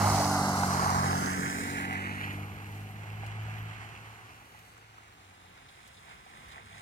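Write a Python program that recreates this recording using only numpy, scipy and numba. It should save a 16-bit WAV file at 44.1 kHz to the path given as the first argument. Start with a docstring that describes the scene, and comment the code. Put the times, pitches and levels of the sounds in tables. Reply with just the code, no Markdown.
"""A pickup pulls away along a slushy road, humming in engine orders, past a hand-held phone that turns from it.
Slush lumps knock, perhaps; tyres roar and throw spray in filtered noise, and a road echo carves the treble.
From about 2 s a hand shades the right port, a thin hiss passes and melting snow ticks in puffs of noise.
Near the end wet crackles sound and another car nears from afar; the town murmurs throughout in noise bands.
The two microphone ports hear the road with a lag that follows the turn of the phone."""
import sys
import numpy as np
from scipy import signal
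from scipy.io import wavfile
from scipy.ndimage import uniform_filter1d, map_coordinates
from numba import njit

SR = 44100
rng = np.random.default_rng(int(sys.argv[2]) if len(sys.argv) > 2 else 0)


def master_out(mix):
    """Clip the mix to full scale and print it as 16-bit PCM to the path in sys.argv[1]."""
    frames = np.transpose(np.atleast_2d(mix))
    ceiling = np.clip(frames, -1, 1)
    pcm = np.round(ceiling * 32767).astype(np.int16)
    wavfile.write(sys.argv[1], SR, pcm)


N = 300321
T = np.arange(N) / SR


def undb(db):
    """Amplitude gain is the exponential of a level in decibels."""
    return 10 ** (np.asarray(db) / 20)


def unit(x):
    """Normalisation: mean power becomes 1."""
    return x / np.sqrt(np.mean(x ** 2))


def columns(table):
    """Linear interpolation of each column of a curve table, time first, at every sample."""
    s, *rest = np.transpose(table)
    return [np.interp(T, s, column) for column in rest]


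def glide(start_s, end_s, a, b):
    """Linear motion from a to b, held outside the two times."""
    return np.interp(T, [start_s, end_s], [a, b])


def shaded(before, during, after):
    """Acoustic shading: a value that changes while the hand shades the right port."""
    shade_s = 1.75, 2.1, 4.7, 5.4  # starts, full, lifts, gone
    return np.interp(T, shade_s, [before, during, during, after])


@njit
def svf(x, g, k):
    """Second-order resonance: a state-variable band-pass with a moving centre, gain 1 there."""
    y, b, l = np.empty(len(x)), 0., 0.  # output, band state, low state
    for i in range(len(x)):
        v = (b + g[i] * (x[i] - l)) / (1 + g[i] * (g[i] + k[i]))
        b, l, y[i] = 2 * v - b, l + 2 * g[i] * v, k[i] * v
    return y


def band(x, hz, width_hz, order=1):
    """Cascaded resonance: each pass of the band-pass steepens the skirts."""
    if x.ndim > 1:
        return np.array([band(channel, hz, width_hz, order=order) for channel in x])
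    g = np.tan(np.pi * np.clip(hz, 10, .45 * SR) / SR) + 0 * T
    k = width_hz / hz + 0 * T
    for _ in range(order):
        x = svf(x, g, k)
    return x


def colour(x, hz, width_hz, db):
    """Peaking resonance: adding a band-pass to the direct sound lifts or hollows its centre by db."""
    return x + (undb(db) - 1) * band(x, hz, width_hz)


def walk(rate):
    """Slow random modulation: levels held 1 / rate s and slewed twice; spread about 0.7."""
    k = int(SR / rate)
    held = np.repeat(rng.standard_normal(N // k + 1), k)
    return 0.96 * uniform_filter1d(uniform_filter1d(held, k), k)[:N]


def late(x, samples):
    """Propagation delay: a sound read a moving number of samples late."""
    return map_coordinates(x, [np.arange(N) - samples], order=3, mode="nearest")


def ports(x, lag):
    """Interaural-like delay: one sound as the left and the later right port get it."""
    return np.array([x, late(x, lag)])


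def droplets(per_s, spread_db):
    """Shot noise: sparse clicks of widely spread but bounded size, each smeared into a short burst."""
    size_db = spread_db * np.minimum(rng.exponential(size=N), 4.5)
    clicks = (rng.random(N) < per_s / SR) * undb(size_db)
    burst = signal.lfilter([1], [1, -np.exp(-1 / (0.0011 * SR))], clicks)  # decays in 1.1 ms
    return unit(burst * rng.standard_normal(N))


def wide(lag, likeness, grain, per_s, spread_db):
    """Partial coherence: a broad source gives both ports a common share of grainy noise, the rest their own."""
    common, left, right = (rng.standard_normal(N) + grain * droplets(per_s, spread_db) for _ in range(3))
    share = np.clip(likeness, 0, 1)
    return np.sqrt(share) * ports(common, lag) + np.sqrt(1 - share) * np.array([left, right])


def town(lag):
    """Diffuse field: distant traffic and faint drips in half-octave bands; the bass is alike at both ports."""
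    # relative spectrum of the murmur: pitch_hz, density_db (per Hz)
    spectrum = [(15, -43), (25, -2), (97, 1.5), (185, -7.5), (531, -7), (754, -14), (962, -5.5),
                (2110, -12.5), (3250, -17.5), (4140, -19), (6380, -23), (7510, -50), (16000, -33)]
    spectrum_hz, spectrum_db = np.transpose(spectrum)
    level_db = -58.5
    common, apart, swell = 0, 0, walk(0.68)
    drips = np.array([droplets(70, spread_db=-1.5) for _ in range(2)])
    air = rng.standard_normal((2, N)) + 0.44 * drips
    for k, hz in enumerate(32 * 2 ** np.arange(0, 9.1, .5)):
        # neighbours in opposite sign join without a dip
        mid, side = (-1) ** k * unit(band(air, hz, hz / 2.15, order=2))
        band_db = np.interp(np.log(hz), np.log(spectrum_hz), spectrum_db) + 10 * np.log10(hz)
        gain = undb(band_db + 0.33 * swell + 0.66 * walk(4.84))
        common = common + gain * mid
        apart = apart + gain * min(0.072 + hz / 1700.0, 0.75) * side
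    return unit(np.array([common + apart, late(common - apart, lag)])) * undb(level_db)


def ticks(lag):
    """Impulsive noise: melting snow ticks in soft puffs of treble a few milliseconds long."""
    # ticks before the band-pass: start_s, level_db, left_minus_right_db
    tick_list = [(1.927, -45, 5), (2.327, -48, 4.0), (2.357, -55, 2), (2.7714, -53.5, 4),
                 (2.8063, -53, 3.5), (3.2629, -46.5, 5), (4.589, -52, 3.5), (4.775, -56, 2),
                 (5.689, -58, -2.0), (5.875, -48.5, -1.5), (6.115, -56, -2.5), (6.483, -50, -3.5),
                 (6.517, -51, -3.0)]
    out, t = np.zeros((2, N)), np.arange(int(.04 * SR)) / SR
    for start_s, level_db, pan_db in tick_list:
        i = int(start_s * SR)
        puff = rng.standard_normal(len(t)) * np.exp(-t / 0.0081) * (1 - np.exp(-t / 0.0005))
        out[:, i:i + len(t)] += undb(level_db + np.array([[pan_db], [-pan_db]]) / 2) * puff
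    out[1] = late(out[1], lag)
    return band(out, 5000, 8100)


def airy(lag):
    """Full coherence: a thin high hiss that both ports share, stronger at the right."""
    # course of the hiss before panning: time_s, centre_hz, level_db
    hiss_curve = [(2.0, 12410, -85), (2.2, 12400, -59), (2.8, 12800, -68), (3.6, 13120, -69),
                  (3.95, 12720, -78)]
    hz, level_db = columns(hiss_curve)
    hiss = unit(band(wide(lag, 1.0, grain=0.64, per_s=220, spread_db=7.0), hz, 4000, order=2))
    pan_db = np.array([[-2.5], [1.5]])
    return undb(level_db + 1.6 * walk(8.2) + pan_db) * hiss


def splats():
    """Enveloped noise: short wet crackles, band-passed near 3.4 kHz."""
    # crackles before the band-pass: start_s, level_db
    splat_list = [(5.685, -42), (5.965, -43), (6.513, -40.5)]
    out, t = np.zeros(N), np.arange(int(.06 * SR)) / SR
    for start_s, level_db in splat_list:
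        i = int(start_s * SR)
        envelope = np.exp(-t / 0.016) * (1 - np.exp(-t / 0.0024))
        out[i:i + len(t)] += undb(level_db) * rng.standard_normal(len(t)) * envelope
    return band(out, 3430, 1950, order=2)


def far_hum():
    """Frequency modulation: the low engine note of the car that nears, a sine of wavering pitch."""
    # course of the note: time_s, pitch_hz, level_db
    hum_curve = [(6.2, 86.2, -85), (6.42, 85.6, -68), (6.47, 87, -62), (6.59, 100.6, -64),
                 (6.81, 104.2, -62)]
    hz, level_db = columns(hum_curve)
    level = np.sqrt(2) * undb(level_db + 2.0 * walk(12))
    return level * np.cos(2 * np.pi * np.cumsum(hz * (1 + 0.0097 * walk(11))) / SR)


def knocks():
    """Damped free vibration: dull knocks, slush lumps perhaps, ring a few cycles."""
    # rings before the soft onset and decay: start_s, level_db, pitch_hz
    knock_list = [(0.101, -14, 806), (0.152, -25, 750), (0.203, -17, 680), (0.312, -14.5, 830),
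                  (0.553, -22, 826), (0.794, -15.5, 1099), (0.862, -14.5, 810), (0.901, -17, 1100),
                  (1.955, -20.5, 1960), (2.387, -38, 730), (3.234, -30, 791), (4.547, -41, 836),
                  (4.767, -42, 1357), (4.982, -36, 1270), (5.79, -42, 2120), (6.116, -45, 2080),
                  (6.263, -42, 750), (6.337, -44, 1750), (6.37, -44, 1990), (6.46, -50, 65),
                  (6.518, -44, 1920), (6.565, -41, 850), (6.58, -32, 1880), (6.738, -38, 2000),
                  (6.779, -36, 1800)]
    out, t = np.zeros(N + SR), np.arange(int(.15 * SR)) / SR
    for start_s, level_db, hz in knock_list:
        i = int(start_s * SR)
        envelope = np.exp(-t * hz / 3.4) * (1 - np.exp(-t / 0.00059))
        out[i:i + len(t)] += undb(level_db) * np.sin(2 * np.pi * hz * t) * envelope
    return out[:N]


def tyres(hump_hz, hump_width_hz, notch_hz, lag, tread_like, spray_like):
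    """Comb interference: slush and spray noise, whose wet-road echo weakens one treble band."""
    # layer levels: time_s, boom_db (carcass), rumble_db, roar_db (slush), churn_db (slush), tread_db, spray_db
    tyre_curve = [(0.0, -39, -45, -28, -34.5, -33, -36.5), (0.4, -46, -47, -32.5, -39, -33, -37),
                  (0.6, -47, -49, -34.5, -37.5, -31.5, -36.5), (0.76, -45, -47, -36.5, -39, -30.5, -37),
                  (0.9, -46, -47, -36, -32.5, -32, -38), (1.15, -51, -47, -35, -37.5, -33.5, -38.5),
                  (1.4, -50, -47, -47.5, -44, -33.5, -41.5), (1.75, -51, -50, -45, -58, -36.5, -42.5),
                  (1.85, -59, -49.5, -45, -74, -35, -49.5), (2.25, -53, -55.5, -51.5, -66, -38, -55),
                  (2.45, -51, -58, -53, -55, -48.5, -59.5), (2.9, -54.5, -61, -57, -68, -53, -62.5),
                  (3.3, -50, -62.5, -53, -60, -48, -76), (3.8, -53.5, -63.5, -55.5, -57, -46.5, -64.5),
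                  (4.3, -63, -68.5, -61.5, -61, -55.5, -60.5), (4.8, -76, -79.5, -67, -82, -62, -62),
                  (5.3, -79, -77.5, -64.5, -72, -60.5, -66), (5.8, -68.5, -77, -63.5, -81, -59, -63.5),
                  (5.96, -68, -75, -65.5, -70, -61.5, -62.5), (6.1, -62, -68, -60, -60, -54.5, -60.5),
                  (6.23, -65, -75, -67, -64, -59, -66.5), (6.36, -62, -69, -60, -60, -56, -65),
                  (6.47, -61.5, -68, -66, -60, -54, -62.5), (6.57, -61, -67, -54.5, -54, -54, -62),
                  (6.65, -63, -70.5, -67, -62, -57, -59.5), (6.81, -59, -68, -55, -57, -52, -58.5)]
    boom_db, rumble_db, roar_db, churn_db, tread_db, spray_db = columns(tyre_curve)
    # both mists follow the spray; the finest mist of the far car is weaker
    mist_db = -57 + (spray_db + 50)
    fine_db = -62.5 + 0.72 * (spray_db + 50) + glide(4.6, 5, 2, -14)

    def slush(like):
        """Coarse grains."""
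        return wide(lag, like, grain=0.6, per_s=200, spread_db=2.0)

    def water(like):
        """Grains of more even size."""
        return wide(lag, like, grain=0.61, per_s=160, spread_db=0.5)

    body = slush(0.91)
    far_boom = glide(5, 5.7, 0, 0.58) * unit(band(body, 225, 130, order=2))  # the far car booms higher too
    boom = unit(band(slush(0.79), 72, 107, order=2)) + far_boom
    rumble = unit(band(body, 416.0, 286, order=2)) - 1.42 * unit(band(body, 159.0, 170, order=2))

    slosh_db = 0.89 * walk(24.74)  # uneven slush depth shakes roar and tread together
    roar = unit(band(slush(0.95), 775, 272, order=2))
    churn = unit(band(slush(0.87), 1120, 510, order=2))
    tread = unit(band(slush(tread_like), hump_hz, hump_width_hz, order=2))

    splash_db = 1.78 * walk(10) + 0.81 * walk(35)
    coarse_like = np.minimum(1.6 * spray_like, .97)
    spray = unit(band(water(coarse_like), 4250, 3380, order=2))
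    high = undb(spray_db + splash_db) * spray
    high = high + undb(tread_db + slosh_db + 0.76 * walk(15)) * tread
    echo = np.array([late(channel, SR / notch_hz / 2) for channel in high])  # half a period at the notch
    high = (high + 0.44 * echo) / 1.29

    # the finest mist comes from all over the road, so the ports share less of it
    mist = undb(mist_db) * unit(band(water(.75 * spray_like), 8440, 6400, order=2))
    mist = mist + undb(fine_db) * unit(band(water(.45 * spray_like), 12300, 9500, order=2))
    low = undb(boom_db) * boom + undb(rumble_db) * rumble
    middle = undb(slosh_db) * (undb(roar_db) * roar + undb(churn_db) * churn)
    return low + middle + high + undb(splash_db + 1.16 * walk(9)) * mist


def engine():
    """Harmonic series: orders of the firing cycle, wavering a little with uneven combustion."""
    # course: time_s, cycle_hz, hum_db (multiple 2), overtone_db (before tilt), tilt_db (per multiple)
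    engine_curve = [(0.0, 50.8, -30.5, -39, -0.5), (0.15, 49.4, -32, -38, -1),
                    (0.45, 48.17, -36.5, -38.5, -1), (0.75, 46.8, -38.5, -40.5, -2.5),
                    (1.1, 46.62, -37.5, -42, -1.5), (1.5, 46.8, -49, -45.5, 2), (1.9, 47.35, -46, -45, 2),
                    (2.15, 49.45, -42, -48, 0.5), (2.4, 49.5, -40.5, -51, -1.5),
                    (2.55, 50.4, -44, -57.5, -2), (2.8, 51.33, -44.5, -59, -3.5),
                    (3.25, 53, -39, -64.5, -6), (3.72, 53.7, -39.5, -68, -10), (3.79, 53.1, -47, -79, 1),
                    (4.1, 54.2, -53.5, -76, 1.5), (4.4, 55, -64, -87, -7), (5.0, 53.9, -63.5, -90, 1),
                    (5.3, 46.56, -60, -79, 6.5), (5.5, 45.44, -66.5, -76.5, -1), (5.8, 42.1, -73, -78, 0)]
    # offsets of the upper orders: multiple, offset_db
    overtones = [(3, -0.5), (4, 1), (5, -5), (6, -1.5)]
    hz, hum_db, over_db, tilt_db = columns(engine_curve)
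    phase = 2 * np.pi * np.cumsum(hz * (1 + 0.0035 * walk(14.05))) / SR
    fade = np.clip((engine_curve[-1][0] - T) / 0.19, 0, 1)
    orders = [(2.05, hum_db)]  # sounds at multiple 2; the fraction only sets its phase
    for k, offset_db in overtones:
        orders.append((k, over_db + offset_db + tilt_db * (k - 4.5) + 2.05 * walk(4.92)))
    tones = 0
    for k, level_db in orders:
        tones = tones + undb(level_db + 1.75 * walk(14)) * np.cos(round(k) * phase - 0.3904 * k * k)
    return np.sqrt(2) * fade * tones


def right_facing(x, hump_hz):
    """Near-field resonance and shading: the turn and the hand colour the road at the right port."""
    # early moving colours: time_s, hollow_hz, hollow_db, bright_hz, bright_db
    turn_colours = [(.2, 2380, 1, 5500, 2), (.6, 2430, -14, 5460, 2), (1.1, 3001, -1, 5030, 1),
                    (1.4, 3700, -3, 6900, 8), (1.75, 4700, 3, 8180, 3), (1.95, 5000, 2, 9000, 0)]
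    # bands the hand takes while it shades the port: centre_hz, width_hz, gain_db
    shade_dips = [(5060, 1400, -7), (8400, 2200, -6), (10700, 520, -5)]
    x = colour(x, 0.84 * hump_hz + 750, 1330, 3.5)  # the cupped hand rings near the hump
    hollow_hz, hollow_db, bright_hz, bright_db = columns(turn_colours)
    x = colour(x, hollow_hz, 1140, hollow_db)
    x = colour(x, bright_hz, 2200, bright_db)
    for hz, width_hz, db in shade_dips:
        x = colour(x, hz, width_hz, shaded(0, db, 0))
    return colour(x, shaded(6050, 5800, 8200), 3700, shaded(1, -1.5, 4))


def left_facing(x):
    """Diffraction: a dulled band rises as the phone turns; an all-pass delays the bass at the left port."""
    x = colour(x, glide(.9, 1.4, 1500, 2700), 1660, -3.5)
    # long waves bend round the phone, so the bass leads less at the left port than the treble
    bend = np.tan(np.pi * 1250 / SR)
    return signal.lfilter([bend - 1, bend + 1], [bend + 1, bend - 1], x)


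def scene():
    """Superposition: the road reaches the right port late and coloured by how phone and hand face it."""
    # turn of the phone: time_s, lag_samples (right port), tread_likeness (0-1), spray_likeness (before scaling)
    turn = [(0, 4, .68, .2), (.5, 14.5, .78, .16), (.8, 22, .82, .2), (1.0, 28, .9, .33),
            (1.2, 31.5, .98, .6), (1.5, 29.3, .98, .68), (1.9, 26.2, .98, .42), (2.3, 20.8, .94, .28),
            (2.9, 20, .75, .25), (3.5, 19.6, .72, .22), (4.2, 20.5, .65, .25), (4.9, 25.5, .6, .45),
            (5.4, 28, .7, .66), (5.9, 28.9, .88, .68), (6.81, 29.5, .92, .7)]
    # early band near 2 kHz between two hollows: centre_hz, width_hz, gain_db
    early_dips = [(1770, 300, -5.5), (2070, 230, 5.5), (2430, 190, -4)]
    lag, *likeness = columns(turn)
    # tread band and echo notch glide as the pickup draws away
    hump_hz = glide(.95, 2.3, 1130, 2300) + glide(1.5, 2.5, 5, -420)
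    hump_width_hz = glide(2.0, 2.7, 1250, 2750) + glide(5, 5, -17, -900)  # narrower for the far car
    notch_hz = glide(1.0, 1.9, 3220, 5120)

    road = ports(engine() + far_hum() + knocks() + splats(), lag)
    road = road + tyres(hump_hz, hump_width_hz, notch_hz, lag, *likeness)
    road[1] = right_facing(road[1], hump_hz)
    road[0] = left_facing(road[0])
    road = colour(road, 3530, shaded(590, 700, 490), shaded(-7, -5, 4.5))
    for hz, width_hz, db in early_dips:
        road = colour(road, hz, width_hz, glide(0.55, 0.76, db, 0))
    road[0] = colour(road[0], 2080, 1200, glide(-0.7, -2, 5, -1))

    # the town lies a little nearer the front than the road, so it lags 3.8 samples less
    around = road + airy(lag) + town(lag - 3.8)
    around = colour(around, 11900, 920, shaded(0, -5, 0))  # a hollow under the airy band
    return around + ticks(lag)


def record(dry):
    """Linear filtering: each port has its own resonances; the recorder cuts the deepest bass and the top."""
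    # resonances of each port: centre_hz, width_hz, gain_db
    left_port = [(1840, 59, -3.5), (2806, 180, 6), (6480, 490, 4)]
    right_port = [(1940, 160, -1), (2030, 67, 2.5), (4980, 2240, -3.5), (10400, 700, 1.5),
                  (12400, 1300, -6)]
    out = []
    for x, port in zip(dry, (left_port, right_port)):
        for hz, width_hz, db in port:
            x = colour(x, hz, width_hz, db)
        out.append(x)
    bass_cut = signal.butter(4, 42., "high", fs=SR, output="sos")
    top_cut = signal.ellip(8, .2, 70, 15800, fs=SR, output="sos")
    return signal.sosfilt(top_cut, signal.sosfilt(bass_cut, np.array(out)))


dry = scene()
out = record(dry)
master_out(out)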